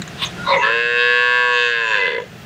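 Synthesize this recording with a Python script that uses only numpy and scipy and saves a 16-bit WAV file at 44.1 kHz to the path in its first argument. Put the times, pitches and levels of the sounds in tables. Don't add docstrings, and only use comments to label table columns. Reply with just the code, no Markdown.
import sys
import numpy as np
from scipy import signal
from scipy.fft import rfft, irfft
from scipy.io import wavfile
from scipy.ndimage import uniform_filter1d, map_coordinates

SR = 44100
rng = np.random.default_rng(int(sys.argv[2]) if len(sys.argv) > 2 else 0)


def digitize_waveform(pressure):
    field = np.atleast_2d(pressure).T
    bounded = np.clip(field, -1, 1)
    quanta = np.round(bounded * 32767).astype(np.int16)
    wavfile.write(sys.argv[1], SR, quanta)


N = 108045
T = np.arange(N) / SR


def from_db(db):
    return 10 ** (np.asarray(db) / 20)


def rms_one(x):
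    return x / np.sqrt(np.mean(x ** 2) + 1e-20)


def in_time(rows):
    return np.interp(T, *np.transpose(rows))


def gate(start, end, edge):
    opening = 1 + np.tanh((T - start) / edge)
    closing = 1 + np.tanh((end - T) / edge)
    return 0.27 * opening * closing


def evened(x, span_s):
    size = max(int(span_s * SR), 8)
    power = uniform_filter1d(uniform_filter1d(x * x, size), size)
    return x / np.sqrt(np.abs(power) + 1e-14)


def resonate(x, hz, width_hz):
    r = np.exp(-np.pi * width_hz / SR)
    b = (1 - r * r) / 2 * np.array([1, 0, -1])
    a = [1, -2 * r * np.cos(2 * np.pi * hz / SR), r * r]
    once = signal.lfilter(b, a, x + 1e-18)
    return signal.lfilter(b, a, once)


def noise(spectrum):
    hz, db = np.transpose(spectrum)
    bins_hz = np.fft.rfftfreq(N, 1 / SR)
    gain = from_db(np.interp(np.log(bins_hz + 1), np.log(hz), db))
    return rms_one(irfft(rfft(rng.standard_normal(N)) * gain, N))


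def sliding(x, factor, colour):
    clock = np.cumsum(factor)
    source_index = np.interp(np.arange(int(clock[-1])), clock, np.arange(N))
    stretched = map_coordinates(x, [source_index], order=3)
    return map_coordinates(colour(stretched), [clock], order=3)


# f/Hz, density level/dB
RUMBLE = [(18, -60), (30, -27), (43, -14.5), (70, -28.5), (91, -16), (121, -5), (166, 2), (206, -1),
          (258, -14), (317, -12.5), (343, -10), (384, -10), (450, -9.5), (580, -55.5), (990, -120)]
AIR = [(180, 8), (300, -6.5), (397, -1), (500, -4.5), (685, 0), (953, -9), (1240, -5.5), (1700, -3.5),
       (2320, -8.5), (2740, -6), (3940, -13), (6250, -17.5), (15500, -36.5)]
SIZZLE = [(6000, -20), (10000, -12), (15000, 6.5)]
# t/s, level/dB
RUMBLE_LEVEL = [(0.0, -28.5), (0.03, -38), (0.3, -41.5), (0.37, -34.5), (0.7, -43), (1.38, -54.5),
                (2.05, -48.5), (2.38, -41), (2.45, -41)]
AIR_LEVEL = [(0, -35), (.15, -32.5), (.32, -32), (.45, -30.5), (.65, -43), (2.1, -46.5), (2.28, -39),
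             (2.45, -37)]
SIZZLE_LEVEL = [(0, -55), (.4, -63), (.65, -82.5), (2.1, -67), (2.3, -59), (2.45, -52)]


def background():
    layers = ((RUMBLE, RUMBLE_LEVEL), (AIR, AIR_LEVEL), (SIZZLE, SIZZLE_LEVEL))
    return sum(noise(spectrum) * from_db(in_time(level)) for spectrum, level in layers)


YARD_DB = -16
YARD_T60_S, YARD_DELAY_S, YARD_CUT_HZ = 0.27, 0.0017, 4350


def yard(x):
    t = T[:SR // 2]
    tail = rng.standard_normal(len(t)) * from_db(-60 * t / YARD_T60_S) * (t > YARD_DELAY_S)
    tail = signal.sosfilt(signal.butter(2, YARD_CUT_HZ, fs=SR, output="sos"), tail)
    return from_db(YARD_DB) * signal.fftconvolve(x, tail / np.linalg.norm(tail))[:N]


# t/s, level/dB
TICKS = [(0.0187, -20), (0.077, -27)]
# f/Hz, density level/dB
TICK = [(470, -47), (800, -16), (1730, 2), (2690, -10.5), (3940, 1), (5350, -40), (6050, -8), (7100, -1),
        (8740, -28), (15000, -53)]
TICK_DECAY_S = 0.0048


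def ticks():
    envelope = 0
    for start, db in TICKS:
        decay = np.exp(-np.abs(T - start) / TICK_DECAY_S)
        envelope = envelope + from_db(db) * (T >= start) * decay
    return noise(TICK) * envelope


# f/Hz, density level/dB
SNORT = [(290, -50), (500, -22), (766, -32), (1030, 1.5), (1300, -13), (2230, -9), (2430, -6), (3560, 1.5),
         (5160, -21), (7680, -37), (8250, -18), (8990, -31.5), (15000, -36)]
SNORT_START_S, SNORT_END_S, SNORT_EDGE_S, SNORT_DB = 0.22, 0.25, 0.0017, -21
SNORT_SWELL_DB, SNORT_SWELL_S = -26, 0.029


def snort():
    blast = from_db(SNORT_DB) * gate(SNORT_START_S, SNORT_END_S, SNORT_EDGE_S)
    middle = (SNORT_START_S + SNORT_END_S) / 2
    swell = from_db(SNORT_SWELL_DB) * np.exp(-.5 * ((T - middle) / SNORT_SWELL_S) ** 2)
    return noise(SNORT) * np.hypot(blast, swell)


# start t/s, end t/s, level/dB
HISSES = [(0.246, 0.276, -35.5), (0.566, 0.637, -44), (1.526, 1.707, -47.5)]
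HISS_HZ, HISS_WIDTH_HZ = 6440, 630


def hiss():
    envelope = sum(from_db(db) * gate(start, end, edge=0.0025) for start, end, db in HISSES)
    return envelope * rms_one(resonate(rng.standard_normal(N), HISS_HZ, HISS_WIDTH_HZ))


# start t/s, end t/s, first f/Hz, last f/Hz, width/Hz, level/dB
RASPS = [(.385, .495, 1413, 1399, 56.6, -29.5), (0.462, 0.558, 3854, 3560, 162, -28.5),
         (0.474, 0.561, 1040, 944.4, 192, -17.5), (0.487, 0.53, 4050, 4090, 256, -26.5),
         (0.492, 0.584, 579.2, 534.2, 70.7, -21), (0.484, 0.647, 2043, 2024, 120, -29.5),
         (0.527, .572, 2230, 2050, 222, -17.5), (0.559, 0.631, 941, 953.5, 70.7, -21.5),
         (0.568, 0.604, 467.5, 399.8, 78.4, -25), (0.601, 0.65, 2670, 2680, 108, -23),
         (0.628, 0.699, 1707, 1787, 60, -18), (0.633, 0.708, 1300, 1380, 60, -25),
         (1.994, 2.08, 2018, 2027, 29.7, -20.5), (2.076, 2.198, 2034, 2035, 80, -28)]
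RASP_EDGE_S, RASP_EVEN_S = 0.017, .012
RASP_AIR_DB = -12.5


def rasp():
    out = 0
    for start, end, first_hz, last_hz, width, db in RASPS:
        flow = rng.standard_normal(N)
        mean_hz = (first_hz + last_hz) / 2
        squeak = evened(resonate(flow, mean_hz, width), RASP_EVEN_S)
        air = from_db(RASP_AIR_DB) * rms_one(resonate(flow, mean_hz, width_hz=930))
        read_index = np.cumsum(in_time([(start, first_hz), (end, last_hz)]) / mean_hz)
        slid = map_coordinates(squeak + air, [read_index], order=3, mode="mirror")
        out = out + from_db(db) * slid * gate(start, end, RASP_EDGE_S)
    return out


# f/Hz, width/Hz
ANTIRESONANCES = [(820, 200), (1232, 150), (2410, 135), (4050, 89), (5300, 350)]


def valleys(x):
    for hz, width in ANTIRESONANCES:
        x = signal.lfilter(*signal.iirnotch(hz, hz / width, fs=SR), x)
    return x


# t/s, f/Hz
PITCH = [(.6, 106), (.646, 108.3), (.67, 110.5), (.722, 115.4), (.75, 116.8), (.83, 118.7), (.9, 119.7),
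         (1.05, 121.3), (1.2, 122.25), (1.35, 123), (1.5, 122.4), (1.65, 120.5), (1.722, 118.4),
         (1.82, 115.1), (1.902, 110.3), (1.978, 100.5), (2.05, 91), (2.1, 77), (2.15, 60), (2.22, 51)]
# t/s, roughness (0-1)
ROUGHNESS = [(.62, .4), (.67, .26), (.73, .1), (.82, .04), (1.55, .04), (1.8, .07), (1.9, .17), (1.97, .26),
             (2.04, .36), (2.2, .44)]
JITTER, SHIMMER_DB = .02, 2.5
AIR_SHARE = 2.0
AIR_DECAY, AIR_LOW_HZ = 2.6, 1600


def folds():
    pitch, rough = in_time(PITCH), np.clip(in_time(ROUGHNESS), 0, 1)
    cycles = np.cumsum(pitch) / SR
    at = np.interp(np.arange(1, int(cycles[-1])), cycles, np.arange(N))
    i = at.astype(int)
    chance = rng.standard_normal((len(at), 2))
    at = at + JITTER * rough[i] * chance[:, 0] * SR / pitch[i]
    strength = from_db(SHIMMER_DB * rough[i] * chance[:, 1])
    taps = at.astype(int)[:, None] + np.arange(-7, 9)
    offset = taps - at[:, None]
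    shape = np.sinc(offset) * np.sinc(offset / 8)
    pulses = np.zeros(N)
    np.add.at(pulses, np.clip(taps, 0, N - 1), shape * strength[:, None])
    high_pass = signal.butter(1, AIR_LOW_HZ, "high", fs=SR, output="sos")
    air = signal.sosfilt(high_pass, rng.standard_normal(N))
    puffs = rms_one(air * np.exp(-AIR_DECAY * (cycles % 1)))
    return rms_one(pulses) + AIR_SHARE * rough * puffs


# f/Hz, width/Hz, level/dB
LOW_MODES = [(492.3, 100.5, 8.5), (546, 37, -15)]
SECOND_MODES = [(1084.4, 111, 0.71)]
MIDDLE_MODES = [(1650, 226, -0.5), (2090, 223, -12)]
THIRD_MODES = [(2633, 146, 0)]
TREBLE_MODES = [(3120, 191, 5.5), (3290, 160, 3.5), (3786, 190, 4), (4240, 170, -3.5), (4666, 185, -8.5),
                (4806, 300, -6)]
TOP_MODES = [(5730, 380, -8), (6010, 230, 1.5), (7100, 140, 3.5), (7600, 170, 4.5), (8010, 200, 0)]
# t/s, level/dB
LOW_LEVEL = [(.6, -32), (0.634, -33), (0.701, -25.5), (.85, -29), (1.099, -27.5), (1.35, -31),
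             (1.572, -27.5), (1.72, -32.5), (1.93, -33.5), (2, -29), (2.191, -25.5), (2.22, -33),
             (2.26, -37)]
SECOND_LEVEL = [(0.6, -21), (0.744, -28.5), (0.84, -39), (1.022, -30), (1.158, -28.5), (1.524, -25),
                (1.674, -32), (1.724, -41.5), (1.818, -29), (1.958, -28), (2.166, -39), (2.2, -32),
                (2.25, -72), (2.27, -63)]
MIDDLE_LEVEL = [(.6, -27), (0.631, -22), (.655, -25), (.72, -19.5), (.88, -20.5), (1.1, -18.5), (1.36, -18),
                (1.6, -21.5), (1.71, -19.5), (1.78, -19.5), (1.889, -24), (1.96, -16), (1.999, -26),
                (2.074, -22.5), (2.092, -28), (2.169, -30.5), (2.21, -41), (2.27, -54)]
THIRD_LEVEL = [(0.6, -46.5), (0.626, -22), (0.668, -32), (0.724, -22), (0.902, -25.5), (0.972, -20.5),
               (1.152, -22), (1.218, -23.5), (1.502, -25), (1.58, -20.5), (1.668, -21.5), (1.702, -28),
               (1.93, -23), (2.05, -25), (2.27, -53)]
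TREBLE_LEVEL = [(0.6, -33), (0.654, -27.5), (0.706, -31), (0.958, -33), (1.004, -25), (1.046, -27),
                (1.492, -30.5), (1.594, -24), (1.842, -33), (1.966, -27), (2.042, -32), (2.078, -28.5),
                (2.176, -39.5), (2.27, -52)]
TOP_LEVEL = [(0.6, -54), (0.72, -54), (1.71, -48), (1.758, -57), (1.896, -43), (2.186, -67), (2.204, -54),
             (2.27, -67)]
GROUPS = [(LOW_MODES, LOW_LEVEL, 0.46), (SECOND_MODES, SECOND_LEVEL, 0.86), (MIDDLE_MODES, MIDDLE_LEVEL, 0),
          (THIRD_MODES, THIRD_LEVEL, 0), (TREBLE_MODES, TREBLE_LEVEL, 0.86), (TOP_MODES, TOP_LEVEL, 1)]
# t/s, frequency factor
TENSION = [(.6, .95), (.8, 0.98), (1.1, 0.99), (1.5, 0.97), (1.8, 0.95), (1.95, 0.93), (2.05, 0.92),
           (2.25, 0.89)]
VOICE_START_S, VOICE_END_S, VOICE_FADE_S, VOICE_EVEN_S = .624, 2.25, 0.0052, .028


def moo():
    tension, out = in_time(TENSION), 0
    source = sliding(folds(), tension, valleys)
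    for modes, level, follows in GROUPS:
        def ring(x):
            return sum(from_db(db) * resonate(x, hz, width) for hz, width, db in modes)

        ringing = sliding(source, tension ** follows, ring)
        out = out + evened(ringing, VOICE_EVEN_S) * from_db(in_time(level))
    return out * gate(VOICE_START_S, VOICE_END_S, VOICE_FADE_S)


def scene():
    calf = ticks() + snort() + hiss() + rasp() + moo()
    return (background() + yard(calf) + calf)[None]


CUTOFF_HZ = 15600


def record(dry):
    thinned = signal.sosfilt(signal.butter(2, 85, "high", fs=SR, output="sos"), dry)
    return signal.sosfilt(signal.ellip(12, .1, 90, CUTOFF_HZ, fs=SR, output="sos"), thinned)


dry = scene()
out = record(dry)
digitize_waveform(out)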